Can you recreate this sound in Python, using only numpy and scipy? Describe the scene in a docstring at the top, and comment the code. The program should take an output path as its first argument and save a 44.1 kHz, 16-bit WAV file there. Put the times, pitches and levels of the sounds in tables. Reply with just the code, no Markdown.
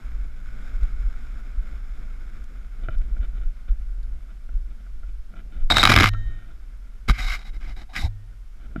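"""On a dirt trail a mountain bike runs downhill, heard from a camera in a plastic case on the rider's helmet.
Filtered noise gives buffeting, frame drone and hiss; random clicks give tyre crunch; jolts sway the helmet.
The helmet mount, a set of resonant modes, creaks under random slips and knocks under short blows.
Later a gloved hand grabs and wipes the case: stick-slip clicks drive its modes, and snags crack loudly.
After each release a damped hum and metal tones ring on; the latch clinks once."""
import sys
import numpy as np
from scipy import signal
from scipy.fft import rfft, irfft, next_fast_len
from scipy.io import wavfile
from scipy.ndimage import uniform_filter1d

SR = 44100
rng = np.random.default_rng(int(sys.argv[2]) if len(sys.argv) > 2 else 0)


def transcribe(signal):
    """Save signal, clipped to [-1, 1], as a 16-bit WAV file at the path in sys.argv[1]."""
    frames = np.atleast_2d(signal).T
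    limited = np.clip(frames, -1, 1)
    pcm = np.round(limited * 32767).astype(np.int16)
    wavfile.write(sys.argv[1], SR, pcm)


N = 388080
TIME = np.arange(N) / SR
HUM_HZ = 102  # hum of the camera on its mount

# modes of the mount: (frequency [Hz], width [Hz], gain [dB])
MOUNT_MODES = [(197, 71, 2), (324, 29, 1), (500, 140, -11), (652, 96, -2.5), (1400, 113, 8.5),
               (1980, 120, -5), (2290, 120, -3), (2980, 160, -5.5), (3530, 300, -3.5)]
# modes of the case: (frequency [Hz], width [Hz], gain under a firm grip [dB], gain under a light wipe [dB])
CASE_MODES = [(1265, 160, -7, -9.5), (1596, 290, -2, -3), (2073, 140, -4, 7.5), (2194, 200, 2, -10),
              (2940, 250, -4.5, -10), (3390, 160, -11, -16), (4800, 430, -15.5, -13.5)]
# whistle of the rubbed case: (frequency [Hz], width [Hz], gain [dB])
WHISTLE_MODE = [(3789, 120, 1)]


def undb(db):
    """Level law: decibels to amplitude gain."""
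    return 10 ** (np.asarray(db) / 20)


def unit(x):
    """Normalization: scale to an rms of 1."""
    return x / np.sqrt(np.mean(x ** 2))


def even(x, span_s):
    """Automatic gain: divide by the running rms, so that it stays near 1."""
    power = np.abs(uniform_filter1d(x ** 2, max(int(span_s * SR), 2)))
    return x / np.sqrt(power + 1e-12)


def add(out, s, x):
    """Superposition: mix x into out from time s, cut at the end."""
    i = max(int(s * SR), 0)
    out[i:i + len(x)] += x[:max(N - i, 0)]


def colour(x, points):
    """Minimum-phase filtering: a causal response through the points (frequency [Hz], gain [dB])."""
    hz, db = np.transpose(points)
    size = 2 * next_fast_len(len(x) // 2 + 2048)
    f = np.maximum(np.fft.rfftfreq(size, 1 / SR), 1)
    gain_db = np.interp(np.log(f), np.log(hz), db)
    cepstrum = irfft(np.log(undb(gain_db)))
    # folding the cepstrum onto positive times makes the filter causal
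    cepstrum[1:size // 2] *= 2
    cepstrum[size // 2 + 1:] = 0
    return irfft(rfft(x, size) * np.exp(rfft(cepstrum)))[:len(x)]


def resonate(x, modes):
    """Modal superposition: parallel resonances (frequency [Hz], width [Hz], gain [dB])."""
    return sum(undb(db) * signal.lfilter(*signal.iirpeak(hz, hz / width, fs=SR), x)
               for hz, width, db in modes)


def ring_down(t, hz, t60):
    """Free damped oscillation: a sine that falls by 60 dB in t60 seconds."""
    return np.sin(2 * np.pi * hz * t) * np.exp(-np.log(1000) * t / t60)


def low_pass(x, hz, order):
    """Butterworth low-pass: attenuate what lies above hz."""
    return signal.sosfilt(signal.butter(order, min(hz, SR / 2 - 1), fs=SR, output="sos"), x)


def walk(n, rate):
    """Slow random modulation: normal values, rate per second, joined by straight lines."""
    at = np.arange(n) * rate / SR
    knots = int(at[-1]) + 2
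    return np.interp(at, np.arange(knots), rng.standard_normal(knots))


def clicks(n, rate, scatter_db):
    """Shot noise: impulses at random moments, many weak and a few strong."""
    size = undb(scatter_db * np.minimum(rng.exponential(size=n), 4))
    return (rng.random(n) < rate / SR) * size * rng.choice([-1, 1], n)


def gate(n, rise_s, fall_s):
    """Contact envelope: a linear rise within rise_s and a squared fall within fall_s."""
    t = np.arange(n) / SR
    return np.clip(t / rise_s, 0, 1) * np.clip(t[::-1] / fall_s, 0, 1) ** 2


def hiss():
    """Microphone self-noise: steady noise with a fixed spectrum."""
    # spectrum: (frequency [Hz], gain [dB])
    hiss_colour = [(200, 7.5), (1000, 6.5), (3000, 3), (4400, -1), (5200, 0.5), (6200, -2.5), (9000, -5.5),
                   (12500, -6), (15500, -19)]
    return undb(-66.0) * unit(colour(rng.standard_normal(N), hiss_colour))


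CRUISE_DB = -60  # tyre crunch at a cruising pace


def pace_db():
    """Source strength: how far the tyre crunch lies above that of a cruising pace."""
    # pace of the ride, as the level of the tyre crunch: (time [s], level [dB])
    pace = [(0, -54), (.3, -58.5), (.5, -53), (1.35, -54.5), (1.5, -57.5), (2.1, -56), (2.65, -60.5),
            (3.3, -61), (4.1, -65), (5.2, -67), (6.3, -63.5), (7, -66), (8.3, -69), (8.8, -66)]
    return np.interp(TIME, *np.transpose(pace)) - CRUISE_DB


def shaking():
    """Addition of powers: buffet and drone gains grow with pace and swell in spells of shaking."""
    # harder shaking, from rough ground or the hand: (time [s], length [s], buffet [dB], drone [dB])
    shakes = [(0.107, .25, -26.5, -72), (0.51, 0.18, -46, -53.5), (0.733, 0.48, -25, -64),
              (1.53, 0.49, -33, -70), (1.975, 0.28, -35, -57), (2.783, 0.75, -26, -58),
              (3.674, 0.59, -27, -64), (4.438, 0.36, -30.5, -62.5), (4.89, 0.42, -30, -76),
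              (5.29, 0.43, -38, -58), (5.556, 0.85, -24, -56.5), (7.194, 0.21, -22, -72),
              (7.476, 0.38, -29, -70), (7.976, 0.17, -23, -69.5), (8.633, 0.33, -36.5, -59)]
    # gain at a cruising pace [dB], then its rise per dB of crunch
    buffet_db, buffet_per_db = -32, 0.56
    drone_db, drone_per_db = -59, 0.67
    pace = pace_db()
    buffet_power = undb(buffet_db + buffet_per_db * pace) ** 2
    drone_power = undb(drone_db + drone_per_db * pace) ** 2
    for s, length, shake_buffet_db, shake_drone_db in shakes:
        swell = gate(int(length * SR), rise_s=0.02, fall_s=0.11)
        add(buffet_power, s, swell * undb(shake_buffet_db) ** 2)
        add(drone_power, s, swell * undb(shake_drone_db) ** 2)
    return np.sqrt(buffet_power), np.sqrt(drone_power)


def rumble(buffet):
    """Forced vibration: buffeting shakes the case; each jolt sways the helmet for a cycle or two."""
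    # spectrum of the buffeting: (frequency [Hz], gain [dB])
    buffet_colour = [(7, -25.5), (12, 0.5), (27, 0.5), (44, -2), (52, -5.5), (61, -19.5), (75, -28),
                     (110, -37), (200, -85)]
    # jolts that sway the helmet or thud on the case: (time [s], peak level [dB], sway frequency [Hz])
    jolts = [(0.744, -22, 35), (0.815, -8.5, 38), (1.034, -13.5, 34.8), (1.567, -16, 36.4),
             (2.884, -25.5, 103), (2.953, -10, 28.4), (3.11, -16.5, 36), (3.189, -15.5, 46.6),
             (3.438, -14.5, 26.7), (3.69, -10.5, 32), (4.533, -16.5, 29), (5.597, -12.5, 18),
             (5.717, -16.5, 66), (5.953, -12.5, 53), (7.088, -5.5, 42), (7.093, -12.5, 118),
             (8.038, -12, 66), (8.759, -20, 235), (8.778, -23.5, 170)]
    shake = even(colour(rng.standard_normal(N), buffet_colour), 0.074)
    out = low_pass(shake, 58.7, order=8) * buffet
    for s, db, hz in jolts:
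        cycles = TIME[:SR // 2] * hz
        envelope = cycles ** 3 * np.exp(-cycles / .26)
        sway = envelope * np.sin(2 * np.pi * cycles)
        add(out, s, undb(db) * sway / np.abs(sway).max())
    return out


def tyres(ground):
    """Shot noise: the tyres crush grit in many tiny impacts, modulated by the ground."""
    # spectrum of the crunch: (frequency [Hz], gain [dB])
    tyre_colour = [(300, -26), (700, -11.5), (950, -14.5), (1200, -5), (1450, 2), (1850, -11.5),
                   (2200, -4.5), (2800, -19.5), (3600, -16), (4400, -26), (5300, -18.5), (6000, -31.5),
                   (6800, -21.5), (9000, -34.5)]
    grit = unit(colour(clicks(N, rate=2400, scatter_db=2.5), tyre_colour))
    return grit * undb(CRUISE_DB + pace_db() + 1.5 * ground - 0.03)


def frame_drone(ground, drone_gain):
    """Structure-borne sound: frame and camera mount drone over the uneven ground."""
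    # spectrum of the drone: (frequency [Hz], gain [dB])
    drone_colour = [(70, -20), (110, -9), (150, -1.5), (210, 4), (310, -4.5), (450, -10.5), (700, -12.5),
                    (1100, -32), (2500, -57.5)]
    drone = unit(colour(rng.standard_normal(N), drone_colour))
    return drone * drone_gain * undb(2.2 * ground)


def mount_hum(buffet, drone_gain):
    """Resonance under random excitation: the mount hums with the shaking of the frame."""
    over_drone_db, over_buffet_db = 2, -32.5
    narrow = resonate(rng.standard_normal(N), [(HUM_HZ, 30, 0)])
    hum = unit(resonate(narrow, [(HUM_HZ, 50, 0)]))
    return hum * np.hypot(drone_gain * undb(over_drone_db), buffet * undb(over_buffet_db))


def knocks():
    """Impact excitation: the mount's play is used up, and a blow with a brief shudder rings its modes."""
    # knocks before a common 1 dB boost and low-pass: (time [s], peak level [dB], shudder decay [s])
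    blows = [(.831, -39.5, 0.0043), (2.886, -20, 0.0029), (2.894, -34.5, 0.0087), (3.167, -37, 0.0086),
             (4.491, -40.5, 0.0089), (4.865, -45.5, 0.0079), (5.033, -40.5, 0.009), (5.339, -38, 0.006),
             (5.401, -43, 0.0046), (6.137, -34, 0.013), (6.871, -49.5, 0.016), (8.761, -23.5, 0.0065)]
    out, t = np.zeros(N), TIME[:SR // 10]
    for s, db, shudder_s in blows:
        shudder = rng.standard_normal(len(t)) * np.exp(-t / shudder_s)
        blow = np.exp(-t / 0.00012) + 0.13 * shudder
        ring = colour(resonate(blow, MOUNT_MODES),
                      [(300, 1), (650, 3), (1000, -6.0), (1410, -1), (2000, -5.0), (3500, -7.0)])
        add(out, s, undb(db + 1.0) * ring / np.abs(ring).max())
    return low_pass(out, 2800, order=6)


def stones():
    """Impulsive radiation: stones ping off the tyres as short resonant bursts of noise."""
    # pings: (time [s], peak level [dB])
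    pings = [(.832, -42.5), (2.44, -47.5), (2.984, -47), (4.03, -51)]
    out, t = np.zeros(N), TIME[:SR // 30]
    for s, db in pings:
        tick = resonate(rng.standard_normal(len(t)) * np.exp(-t / 0.0037), [(4100, 3100, 0)])
        add(out, s, undb(db) * tick / np.abs(tick).max())
    return out


def creaks():
    """Stick-slip friction: the plastic joint creaks under load in short runs of slips."""
    # creaks before gating, a common 0.5 dB boost and low-pass: (time [s], length [s], level [dB])
    slip_runs = [(2.827, .05, -46.5), (2.898, 0.069, -46.5), (3, 0.034, -49), (3.204, 0.067, -47),
                 (3.342, 0.057, -51.5), (3.407, 0.048, -51.5), (3.675, 0.034, -46.5), (4.287, 0.047, -55),
                 (4.698, 0.044, -57), (4.795, 0.026, -51), (5.078, 0.035, -53), (5.35, 0.071, -48.5),
                 (5.512, 0.086, -50.5), (5.59, 0.053, -53.5), (6.25, 0.29, -55), (8.595, 0.085, -53),
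                 (8.768, 0.051, -50)]
    out = np.zeros(N)
    for s, length, db in slip_runs:
        n = int(length * SR)
        slips = resonate(clicks(n, rate=2300, scatter_db=4.0), MOUNT_MODES)
        slips = colour(slips, [(300, 7), (1400, -3.5), (2300, -2.5), (3300, 4.5)])
        add(out, s, undb(db + 0.5) * unit(slips) * gate(n, rise_s=0.0095, fall_s=0.015))
    return low_pass(out, 2800, order=6)


def glove_slips(n, firmness):
    """Stick-slip friction: a firmer grip slips less often and less evenly."""
    lightness = 1 - firmness
    rate = 500 * firmness + 9000 * lightness  # slips per second
    scatter_db = 3 * firmness + 0.64 * lightness
    # the hand moves in jerks, so the slips swell and fade in bunches
    slips = clicks(n, rate, scatter_db) * undb(1.4 * scatter_db * walk(n, 190))
    return slips + 0.051 * rng.standard_normal(n)


def case_body(slips, firmness):
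    """Modal excitation: the grip decides which modes of the stiff case ring."""
    # each placing of the hand shifts the modes by about 1.4 percent
    shifts = 1 + 0.014 * rng.standard_normal(len(CASE_MODES))
    modes = [(hz * shift, width, firm_db * firmness + light_db * (1 - firmness))
             for (hz, width, firm_db, light_db), shift in zip(CASE_MODES, shifts)]
    return colour(resonate(slips, modes),
                  [(450, -11.5), (950, -4.0), (1200, 5.0), (5000, -4.0), (9000, -15.5)])


def glove():
    """Friction-driven vibration: fabric slips on the case; a firm grip grates, a light wipe hisses."""
    # strokes: (time [s], length [s], scrape level [dB], then over the scrape: whistle [dB],
    # groan [dB], press [dB], and last the firmness [0-1])
    strokes = [(5.7, 0.036, -27, 9.5, 3, -0.5, .92), (5.723, 0.049, -29, -1, -5, -1.5, 0.78),
               (5.759, 0.073, -25, 5.5, -5.5, -2, 0.82), (5.826, 0.067, -23.5, -11, -8, -0.5, .95),
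               (5.886, .068, -17.5, -16, -10, 0, .95), (5.952, .102, -17.5, -27, -15.5, 1, .95),
               (6.046, 0.052, -22.5, -13, -15, -12, .9), (7.078, 0.049, -27, -10.5, -13, 1, 0.38),
               (7.111, 0.12, -40, -17.5, -24.5, -9, 0), (7.175, 0.055, -31.5, -11, -12, -9, 0.086),
               (7.198, 0.12, -37, -3.5, -10, -13, 0.31), (7.27, 0.12, -30.5, -12, -18.5, -19, 0.21),
               (7.356, .095, -50, -6, -8, -5, .5), (7.44, .075, -51.5, -3, -6.5, -2, 0.43),
               (7.525, 0.066, -55, -9.5, -11, 4.5, 0.3), (7.599, 0.11, -50, -20, -12, -0.5, .4),
               (7.665, 0.086, -49.5, -12, -6, 1.5, 0.26), (7.755, 0.096, -51.5, -5, -4, 0.5, 0.56),
               (7.887, 0.056, -60, -3.5, 7, -3, .4), (7.928, 0.071, -42.5, -9.5, -9, -7, 0.33),
               (7.948, 0.06, -28.5, -14.5, -18.5, -11, 0), (7.977, 0.073, -40, 1.5, -10, 1, 0.13),
               (8.018, 0.072, -44.5, 0.5, 5, 9.5, 0.13)]
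    # lowest mode of the case wall: (frequency [Hz], width [Hz], gain [dB])
    groan_mode = [(768, 120, 0)]
    # octave of the whistle: (frequency [Hz], width [Hz], gain [dB])
    octave_mode = [(7820, 240, 0)]
    # spectrum of the dragged fibres: (frequency [Hz], gain [dB])
    fizz_colour = [(2500, -29), (4400, -5), (5150, 3), (6200, -10), (7050, -4), (7500, -14), (7900, -9),
                   (8600, -15.5), (10200, -16), (11300, -9.5), (13000, -21), (15200, -21.5)]
    # spectrum of the bass pushed through the case: (frequency [Hz], gain [dB])
    press_colour = [(50, -6.5), (103, 10.5), (150, -8.5), (208, 0), (260, -4), (312, -2), (450, -14),
                    (800, -23.5), (2000, -58)]
    out = np.zeros(N)
    for s, length, scrape_db, whistle_db, groan_db, press_db, firmness in strokes:
        n, lightness = int(length * SR), 1 - firmness
        slips = glove_slips(n, firmness)
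        body = even(case_body(slips, firmness), 0.022)

        whistle = even(resonate(resonate(slips, WHISTLE_MODE), [(3880, 900, 0)]), 0.038)
        octave = even(resonate(resonate(slips, octave_mode), octave_mode), .05)
        whistle += octave * undb(-22.5)

        # each slip drags many fibres after it for a moment
        drag = np.sqrt(signal.lfilter([1], [1, -np.exp(-1 / (0.00054 * SR))], slips ** 2))
        fizz = even(colour(drag * rng.standard_normal(n), fizz_colour), 0.08)
        # a light wipe stirs more fibres, and more still with a louder whistle
        fizz_db = -14 + lightness * (9 + 0.66 * whistle_db)

        groan = even(resonate(resonate(slips, groan_mode), [(781, 630, 0)]), 0.046)

        # a light touch pushes only the bass through, a firm grip up to 2.5 octaves more
        press_hz = 190 * 2 ** (2.5 * firmness)
        press = even(low_pass(colour(slips, press_colour), press_hz, order=2), .05)

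        sound = body + whistle * undb(whistle_db) + fizz * undb(fizz_db)
        sound += groan * undb(groan_db) + press * undb(press_db)
        # a firm stroke starts and ends quickly; a light one swells and fades over shares of its length
        rise_s = .0015 + 0.26 * lightness * length
        fall_s = 0.0072 + .35 * lightness * length
        add(out, s, undb(scrape_db) * sound * gate(n, rise_s, fall_s))
    return out


def snags():
    """Sudden release of strain: a seam catches the case and snaps free, a crack with brief chatter."""
    # snags: (time [s], peak level [dB], chatter decay [s], whistle gain [dB])
    catches = [(5.7016, -7.5, .0045, 6), (5.721, -10, 0.0012, 7.5), (5.755, -15, 0.0016, 13),
               (5.769, -1.5, .0015, 5), (5.783, -4.5, 0.0017, 3.5), (5.83, -2, 0.0029, -0.5),
               (5.837, 2, 0.0027, 15), (5.853, 5.5, .0022, -13), (5.874, -2, .0012, -7),
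               (5.896, -2.5, .0044, -15), (5.919, -1.5, 0.0061, 8), (5.963, -2.5, .0038, -21),
               (5.976, -5, .002, -8), (6.0006, -3, 0.0012, -12), (6.024, -5, 0.0011, -8),
               (6.033, -3.5, 0.00089, -6.5), (6.041, -1.5, .001, -4.5), (6.058, -6.5, 0.0017, -3.5),
               (6.083, -25, .002, 1), (6.135, -34, 0.0048, -8), (7.09, -21.5, .002, -8),
               (7.097, -9.5, 0.0012, -2), (7.954, -26, .005, -9)]
    # spectrum of the crack: (frequency [Hz], gain [dB])
    snag_colour = [(100, -16), (480, -20.5), (780, -0.5), (980, -1), (1200, 10.5), (1800, 3), (2300, 0),
                   (3300, -3.5), (3900, 2.5), (4400, -17.5), (5200, -12), (7000, -33), (9500, -35),
                   (15000, -26)]
    firm_modes = [(hz, width, firm_db) for hz, width, firm_db, _ in CASE_MODES]
    out, t = np.zeros(N), TIME[:SR // 20]
    for s, db, decay, whistle_db in catches:
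        chatter = rng.standard_normal(len(t)) * np.exp(-t / decay)
        chatter[0] += 3  # the crack itself
        ring = undb(-5) * resonate(chatter, firm_modes)
        whistle = undb(whistle_db) * resonate(chatter, WHISTLE_MODE)
        snap = colour(chatter, snag_colour) + ring + whistle
        add(out, s, undb(db) * snap / np.abs(snap).max())
    return out


def ringing(hum_t60):
    """Free decay: let go, the camera shudders on its mount and the metal fittings sing faintly."""
    # the hand lets go: (time [s], mount hum [dB], metal ring gain [dB])
    releases = [(6.042, -16.5, -42), (8.044, -26, -64.5)]
    # modes of the metal fittings before the common fade: (frequency [Hz], gain [dB], t60 [s])
    fittings = [(1846, -3.5, 2.8), (1954, -24.5, .9), (3090, -18, 4), (3760, -16, 2), (4118, -17, 0.71),
                (5280, -25, 0.69), (5760, -25, 0.98), (6660, -25.5, 1.3)]
    out, t = np.zeros(N), TIME[:SR]
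    hum = ring_down(t, HUM_HZ, hum_t60)
    metal = sum(undb(db) * ring_down(t, hz, t60) for hz, db, t60 in fittings)
    metal = metal * np.exp(-(t / .39) ** 6)  # the fittings settle after about 0.4 s
    for s, hum_db, metal_db in releases:
        add(out, s, undb(hum_db) * hum + undb(metal_db) * metal)
    return out


def latch():
    """Modal ring-down: the latch of the case drops back into its seat with one short clink."""
    # modes of the latch: (frequency [Hz], gain [dB], t60 [s])
    latch_modes = [(1345, -0.5, 0.093), (1600, -17, .25)]
    clink_s, clink_db = 6.147, -33
    out, t = np.zeros(N), TIME[:SR // 4]
    ring = sum(undb(db) * ring_down(t, hz, t60) for hz, db, t60 in latch_modes)
    add(out, clink_s, undb(clink_db) * ring)
    return out


def scene():
    """Superposition: the ride, the handling and the microphone's own hiss."""
    buffet, drone_gain = shaking()
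    ground = walk(N, 28)  # unevenness that tyres and frame share
    ride = rumble(buffet) + tyres(ground) + frame_drone(ground, drone_gain)
    ride += mount_hum(buffet, drone_gain) + knocks() + stones() + creaks()
    handling = glove() + snags() + ringing(hum_t60=0.72) + latch()
    return (hiss() + ride + handling)[None]


def record(dry):
    """Overload and band limit: the recorder clips the hardest snaps, then cuts the top."""
    top_hz = 15300
    cut = signal.ellip(12, .2, 90, top_hz, fs=SR, output="sos")
    return signal.sosfilt(cut, np.clip(dry, -1, 1))


dry = scene()
out = record(dry)
transcribe(out)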